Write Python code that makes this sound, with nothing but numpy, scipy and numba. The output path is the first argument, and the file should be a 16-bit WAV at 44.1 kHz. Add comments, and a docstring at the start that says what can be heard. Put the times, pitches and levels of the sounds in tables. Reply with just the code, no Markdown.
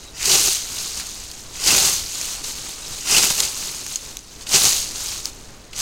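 """A hand scythe mows tall grass in a forest clearing, a few steps away, over a hush of trees and rumbling air.
An insect chirps faintly, then the first stroke tears through tufts of stems and rings the thin blade.
Stalks snap here and there, and the blade brushes back over the swath. After the second stroke the mower
steps on and the insect chirps again; two more strokes follow, then the start of a fifth."""
import sys
import numpy as np
from scipy import signal
from scipy.fft import rfft, irfft
from scipy.io import wavfile
from scipy.ndimage import uniform_filter1d
from numba import njit

SR = 44100
rng = np.random.default_rng(int(sys.argv[2]) if len(sys.argv) > 2 else 0)


def to_wav(s):
    """Save 16-bit WAV."""
    ch = np.atleast_2d(s).T  # columns
    pcm = np.round(np.clip(ch, -1, 1) * 32767)  # PCM
    wavfile.write(sys.argv[1], SR, pcm.astype(np.int16))


N = 256220
TIME = np.arange(N) / SR
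TOP_HZ = 15900

# bright tone of rustling leaves: f/Hz, gain/dB
LEAF_SPECTRUM = [(300, -34.5), (1000, -20.5), (1900, -15.5), (2700, -9), (3400, -7.5), (4200, -2.5),
                 (5600, -3.5), (6400, 0.5), (7500, -4.5), (8800, -7), (10300, -12.5), (13000, -14.5),
                 (16000, -19.5)]
# scythe strokes: entry t/s, full-speed t/s, swish/dB, bite/dB, follow-through/s,
# first bend gain/dB, second bend gain/dB, edge ring gain/dB
SCYTHE_STROKES = [(.125, 0.318, -16.5, -31.5, 0.31, 3.5, -5, 5.5),
                  (1.547, 1.702, -17, -28, 0.35, -6.5, -4, 2.5),
                  (3.003, 3.124, -19, -28.5, 0.31, -2.5, -10, 6.5),
                  (4.445, 4.55, -17, -30.5, 0.33, -7, -8, -5), (5.726, 5.834, -18.5, -32, .35, -11, -4, -5)]
# ringing modes of the blade's thin edge: f/Hz, width/Hz, gain/dB
EDGE_MODES = [(1480, 98, 2.4), (2070, 72, 6.6), (2684, 350, 6.7), (2980, 110, 2.4), (4980, 370, 11.2),
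              (5760, 200, 10.5), (6660, 140, 8.5)]


def undb(db):
    """Decibels to gain."""
    return 10 ** (np.asarray(db) / 20)


def unit(x):
    """Scale to rms 1."""
    return x / np.sqrt(np.mean(x ** 2))


def together(levels_db):
    """Level of several independent sounds at once, in dB."""
    return 10 * np.log10(sum(undb(db) ** 2 for db in levels_db) + 1e-12)


def swell(s, half_s):
    """A bell-shaped rise and fall around time s, in dB."""
    return -10 * np.log10(np.e) * ((TIME - s) / half_s) ** 2


def flutter(rate_hz):
    """A modulator gliding between random values, rms 1."""
    hold = max(int(SR / rate_hz), 2)
    return unit(uniform_filter1d(rng.standard_normal(N)[np.arange(N) // hold], hold))


def colour(x, points, size=4096):
    """Minimum-phase EQ through (f/Hz, gain/dB) points, built from the cepstrum."""
    hz, db = np.transpose(points)
    bins = np.maximum(np.fft.rfftfreq(size, 1 / SR), 1)
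    gains = undb(np.interp(np.log(bins), np.log(hz), db))
    cepstrum = irfft(np.log(gains))
    cepstrum[1:size // 2] *= 2
    cepstrum[size // 2 + 1:] = 0
    return signal.fftconvolve(x, irfft(np.exp(rfft(cepstrum))))[:len(x)]


def resonate(x, hz, width_hz):
    """One resonance, gain 1 at its centre."""
    return signal.lfilter(*signal.iirpeak(hz, hz / min(width_hz, SR / 4), fs=SR), x)


def add(out, s, sound):
    """Mix a sound in at time s."""
    start = int(np.clip(s * SR, 0, N))
    out[start:start + len(sound)] += sound[:N - start]


@njit
def ring_grains(sizes, poles):
    """Every nonzero size starts a damped oscillation that runs until it has faded."""
    out = np.zeros(len(sizes))
    for i in range(len(sizes)):
        z, k = sizes[i] + 0j, i
        while k < len(out) and abs(z) > .01 * abs(sizes[i]):
            out[k] += z.real
            z, k = z * poles[i], k + 1
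    return out


def crackle(per_s, spread_db, ring_s):
    """An even bed of tiny ticks, each with its own size, pitch and ring."""
    chance = np.minimum(per_s / SR, 1)
    sizes = (rng.random(N) < chance) * rng.choice([-1., 1.], N) / np.sqrt(chance)
    sizes *= undb(spread_db * np.minimum(rng.exponential(size=N), 5))
    t60_s = ring_s * np.exp(.5 * rng.standard_normal(N))
    hz = rng.uniform(0, TOP_HZ, N)
    poles = np.exp((2j * np.pi * hz - np.log(1000) / t60_s) / SR)
    return unit(ring_grains(sizes, poles))


def forest():
    """Air rumbles unevenly under the hush of the trees."""
    # dark tone of the clearing: f/Hz, gain/dB
    air_spectrum = [(20, 2.5), (45, 0.5), (100, -7.5), (170, -12), (350, -12), (700, -18), (1500, -21.5),
                    (4000, -27), (7000, -38), (11000, -56), (16000, -40)]
    air = rng.standard_normal(N) * undb(1.6 * flutter(7.7))
    return undb(-41.5) * unit(colour(air, air_spectrum))


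def insect(wing_hz=3920, width_hz=280):
    """Short rasps through one narrow wing resonance."""
    # chirps: t/s, length/s, level/dB
    chirps = [(0, .13, -47), (2.819, .016, -40), (2.843, .016, -38), (2.913, 0.046, -41)]
    gate = np.zeros(N)
    for s, length_s, db in chirps:
        add(gate, s, undb(db) * np.sqrt(np.hanning(int(length_s * SR))))
    rasp = resonate(rng.standard_normal(N), wing_hz, width_hz)
    return gate * unit(resonate(rasp, wing_hz, width_hz))


def dragging(lift_db_per_s=158, settle_db=-38, settle_db_per_s=19):
    """Envelope between cuts, in dB: the blade comes back and lifts, cut grass settles, feet shuffle."""
    # feet and blade brushing standing grass: t/s, half length/s, level/dB
    brushes = [(.05, 0.071, -43), (0.988, .02, -31.5), (1.57, 0.035, -35), (2.487, 0.042, -28),
               (2.583, 0.037, -32), (2.686, 0.055, -32), (2.777, .07, -38), (2.95, 0.088, -31),
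               (3.93, 0.038, -31), (4.082, 0.067, -37.5), (4.352, 0.082, -43), (4.417, 0.018, -36),
               (5.269, 0.025, -31.5)]
    # the blade dragged back over the swath: loudest t/s, level/dB, fade/(dB/s), lift-off t/s
    returns = [(0.811, -28, 19.5, 1.94), (2.25, -27, 24, 2.355), (3.65, -28, 33, 4.33),
               (5.09, -27.5, 42, 5.19)]
    levels = [db + swell(s, half_s) for s, half_s, db in brushes]
    for s, db, fade_db_per_s, lift_s in returns:
        landing_db = swell(s, half_s=.15) * (TIME < s)
        since_s = np.maximum(TIME - s, 0)
        lift_db = lift_db_per_s * np.maximum(TIME - lift_s, 0)
        levels.append(db + landing_db - fade_db_per_s * since_s - lift_db)
        levels.append(settle_db + landing_db - settle_db_per_s * since_s)
    return together(levels)


def scraping(touch_lag_s=.044):
    """The first stems of a stroke ring the free edge; dragged back, its top mode sings faintly."""
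    touch_db = together([-38 + swell(entry_s + touch_lag_s, .024) for entry_s, *_ in SCYTHE_STROKES])
    touch = rng.standard_normal(N) * undb(touch_db)
    ring = sum(resonate(touch * undb(db), hz, width) for hz, width, db in EDGE_MODES)
    drag = rng.standard_normal(N) * undb(dragging() - 1)
    return ring + resonate(drag, EDGE_MODES[-1][0], width_hz=170)


def thin_stalks(swish_db, per_s=7, t60_s=.0036):
    """Thin stalks snap at random wherever the grass is moved."""
    breaks = (rng.random(N) < per_s / SR) * rng.uniform(.3, 1, N)
    decay = np.exp(-np.log(1000) * TIME[:1024] / t60_s)
    cracks = signal.fftconvolve(breaks, decay)[:N] * rng.standard_normal(N)
    return unit(colour(cracks, LEAF_SPECTRUM)) * undb(swish_db - 22)


def thick_stalks():
    """A thick stalk breaks with a broad crack and a very short ring."""
    # snaps: t/s, relative peak/dB, f/Hz, t60/s
    snaps = [(0.2292, -11, 3900, 0.0037), (.2575, -7, 6000, .005), (1.0683, -20.5, 6170, 0.0049),
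             (1.315, -21.5, 5200, .005), (1.786, -3.5, 7500, 0.0051), (2.2136, -13, 6050, 0.0035),
             (2.255, -16, 6000, .003), (3.3036, -4.5, 6600, .004), (3.402, -7.5, 4000, 0.006),
             (3.4038, -3, 6750, 0.0078), (3.865, -17, 2200, 0.0066), (4.17, -15.5, 3900, .003),
             (4.191, -23, 4600, .004), (4.653, -2.5, 5800, .004), (5.2561, -8, 4000, 0.0037)]
    out, t = np.zeros(N), TIME[:1024]
    for s, db, hz, t60_s in snaps:
        burst = rng.standard_normal(len(t)) * np.exp(-np.log(1000) * t / t60_s)
        crack = colour(burst, LEAF_SPECTRUM)
        snap = unit(resonate(crack, hz, width_hz=1800)) + 1.6 * unit(crack)
        add(out, s, undb(db + 3.5) * snap / np.abs(snap).max())
    return out


def catches():
    """The blade catches a tuft and it gives way all at once: a burst of tearing fibres."""
    # short crunches: t/s, relative level/dB, length/s, f/Hz
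    crunches = [(0.194, -32.5, 0.12, 2300), (0.253, -15, .011, 5960), (0.311, -12, 0.021, 5000),
                (0.994, -32, .025, 2300), (1.553, -29.5, 0.005, 2600), (1.638, -16, 0.0065, 5000),
                (1.671, -10.5, 0.021, 5000), (1.779, -10, 0.0066, 4800), (2.441, -22, 0.0073, 4600),
                (3.112, -10.5, 0.0072, 5300), (3.398, -17, 0.009, 5500), (4.467, -23.5, 0.0066, 3700),
                (4.4915, -17, 0.0034, 6500), (4.537, -13, .016, 5230), (5.73, -30, .009, 3100),
                (5.762, -23, 0.0037, 5160)]
    out, t = np.zeros(N), TIME[:4096]
    for s, db, length_s, hz in crunches:
        noise = rng.standard_normal(len(t))
        band = resonate(resonate(noise, hz, hz), hz, hz)
        fibres = unit(band + .5 * colour(noise, LEAF_SPECTRUM))
        envelope = (1 - np.exp(-t / .0011)) * np.exp(-(t / length_s) ** 2)
        add(out, s, undb(db - 1) * fibres * envelope)
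    return out


def tinks():
    """A hard stalk skids on the steel and rings the nearest mode of the edge."""
    # stalks tapping the blade: t/s, level/dB, approximate f/Hz, t60/s
    taps = [(.297, -17.5, 2950, 0.071), (1.706, -9.5, 2660, 0.025), (3.147, -9, 2670, 0.045),
            (3.166, -7, 2980, .038), (3.879, -22, 6740, .02), (3.93, -28, 6780, .03),
            (3.9578, -6.5, 6640, 0.014)]
    out, t = np.zeros(N), TIME[:4096]
    for s, db, near_hz, t60_s in taps:
        hz = min((mode[0] for mode in EDGE_MODES), key=lambda mode_hz: abs(mode_hz - near_hz))
        ring = np.sin(2 * np.pi * hz * t) * np.exp(-np.log(1000) * t / t60_s)
        skid = colour(rng.standard_normal(len(t)), LEAF_SPECTRUM) * np.exp(-t / .005)
        attack = 1 - np.exp(-t / .0002)
        add(out, s, undb(db) * (ring + .5 * skid) * attack)
    return out


def swing(entry_s, full_s, follow_s, loss_db, curve):
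    """The blade speeds up into the grass, then slows more and more; dB relative to full speed."""
    rise = np.clip((TIME - entry_s) / (full_s - entry_s), 1e-6, 1)
    follow_through = np.maximum(TIME - full_s, 0) / follow_s
    return 20 * np.log10(rise ** 1.77) - loss_db * follow_through ** curve


def swish_and_bite():
    """Two envelopes in dB: the swish of leaves sliding on the blade and the bite of breaking stems."""
    # the mower's steps crushing stems: t/s, half length/s, bite/dB
    steps = [(2.4, 0.066, -45), (2.65, 0.056, -47), (2.827, 0.1, -45.5)]
    # thick tufts met during a cut: t/s, half length/s, swish/dB, bite/dB
    thick_tufts = [(0.356, 0.037, -23, -35.5), (0.48, 0.024, -27, -37.5), (1.698, 0.022, -24, -26.5),
                   (1.867, 0.027, -20, -32.5), (3.183, 0.012, -16, -29.5), (3.242, 0.016, -18.5, -27),
                   (3.305, 0.0047, -20, -30), (3.417, 0.059, -21.5, -35.5), (4.559, 0.016, -17.5, -24),
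                   (4.657, 0.031, -20, -32)]
    drag_db = dragging()
    swish, bite = [drag_db], [drag_db - 15]  # dragging breaks few stems
    bite += [db + swell(s, half_s) for s, half_s, db in steps]
    for entry_s, full_s, swish_db, bite_db, follow_s, *_ in SCYTHE_STROKES:
        # the bite dies away sooner than the swish
        swish.append(swish_db + swing(entry_s, full_s, follow_s, loss_db=14.5, curve=3.42))
        bite.append(bite_db + swing(entry_s, full_s, follow_s, loss_db=22, curve=1.53))
    for s, half_s, swish_db, bite_db in thick_tufts:
        swish.append(swish_db + swell(s, half_s))
        bite.append(bite_db + swell(s, half_s))
    return together(swish), together(bite)


def leaves(swish_db, tufts):
    """Leaves rub and tick on the blade, denser as it speeds up; fine dry tips flutter on their own."""
    ticks = crackle(per_s=13000 * undb(.3 * (swish_db + 25)), spread_db=2.8, ring_s=.002)
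    rubbing = .35 * rng.standard_normal(N)
    rustle = unit(colour(ticks + rubbing, LEAF_SPECTRUM))
    body = signal.sosfiltfilt(signal.butter(4, 8500, fs=SR, output="sos"), rustle)
    tips_db = -.4 + .13 * (swish_db + 31.5) + .95 * flutter(220)  # a louder swish is brighter
    tips = (rustle - body) * undb(tips_db)
    return (body + tips) * undb(swish_db - .42 + .53 * tufts)


def cutting(bite_db, tufts):
    """Stems tear in bunches at the edge and ring the blade, until the gathered grass mutes the edge."""
    # broad tone of tearing stems: f/Hz, gain/dB
    stem_spectrum = [(30, 3.5), (70, 2.5), (150, 3.5), (240, 0.5), (600, -0.5), (1200, 2.5), (1800, -4),
                     (2600, 0.5), (4000, -1), (8000, 2.5), (16000, -26.5)]
    # two slow bending modes of the whole blade: f/Hz, width/Hz, gain/dB
    bend_modes = [(378.5, 51, 13.5), (780, 15, 17.5)]
    tears = crackle(per_s=9000, spread_db=2, ring_s=.00077) * undb(bite_db + 1.3 * tufts)
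    strokes = np.array(SCYTHE_STROKES)
    entries_s = strokes[:, 0]
    current = np.maximum(np.searchsorted(entries_s, TIME) - 1, 0)
    *bend_db, edge_db = strokes[current, -3:].T  # each stroke bites at another spot on the blade
    flex = tears * undb(np.minimum(3.1 * (bite_db + 36.5), 0))  # only a hard bite flexes the blade
    bends = sum(resonate(flex * undb(db + spot_db), hz, width)
                for (hz, width, db), spot_db in zip(bend_modes, bend_db))
    muting_db = np.clip(55 * (TIME - entries_s[current] - .17), 0, 15)
    edge = sum(resonate(tears * undb(db + edge_db - muting_db), hz, width)
               for hz, width, db in EDGE_MODES)
    return undb(7.5) * colour(tears, stem_spectrum) + bends + edge


def scene():
    """The mowing over the forest bed, in mono."""
    tufts = flutter(140)  # the grass stands in tufts, so hiss and tearing flutter together
    swish_db, bite_db = swish_and_bite()
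    mowing = leaves(swish_db, tufts) + cutting(bite_db, tufts)
    accents = thick_stalks() + thin_stalks(swish_db) + catches() + tinks()
    return (mowing + accents + insect() + forest() + scraping())[None]


def record(dry):
    """Peaks clip at full scale and a steep low-pass trims the top."""
    lowpass = signal.ellip(12, .1, 80, TOP_HZ, fs=SR, output="sos")
    return signal.sosfilt(lowpass, np.clip(dry, -1, 1))


dry = scene()
out = record(dry)
to_wav(out)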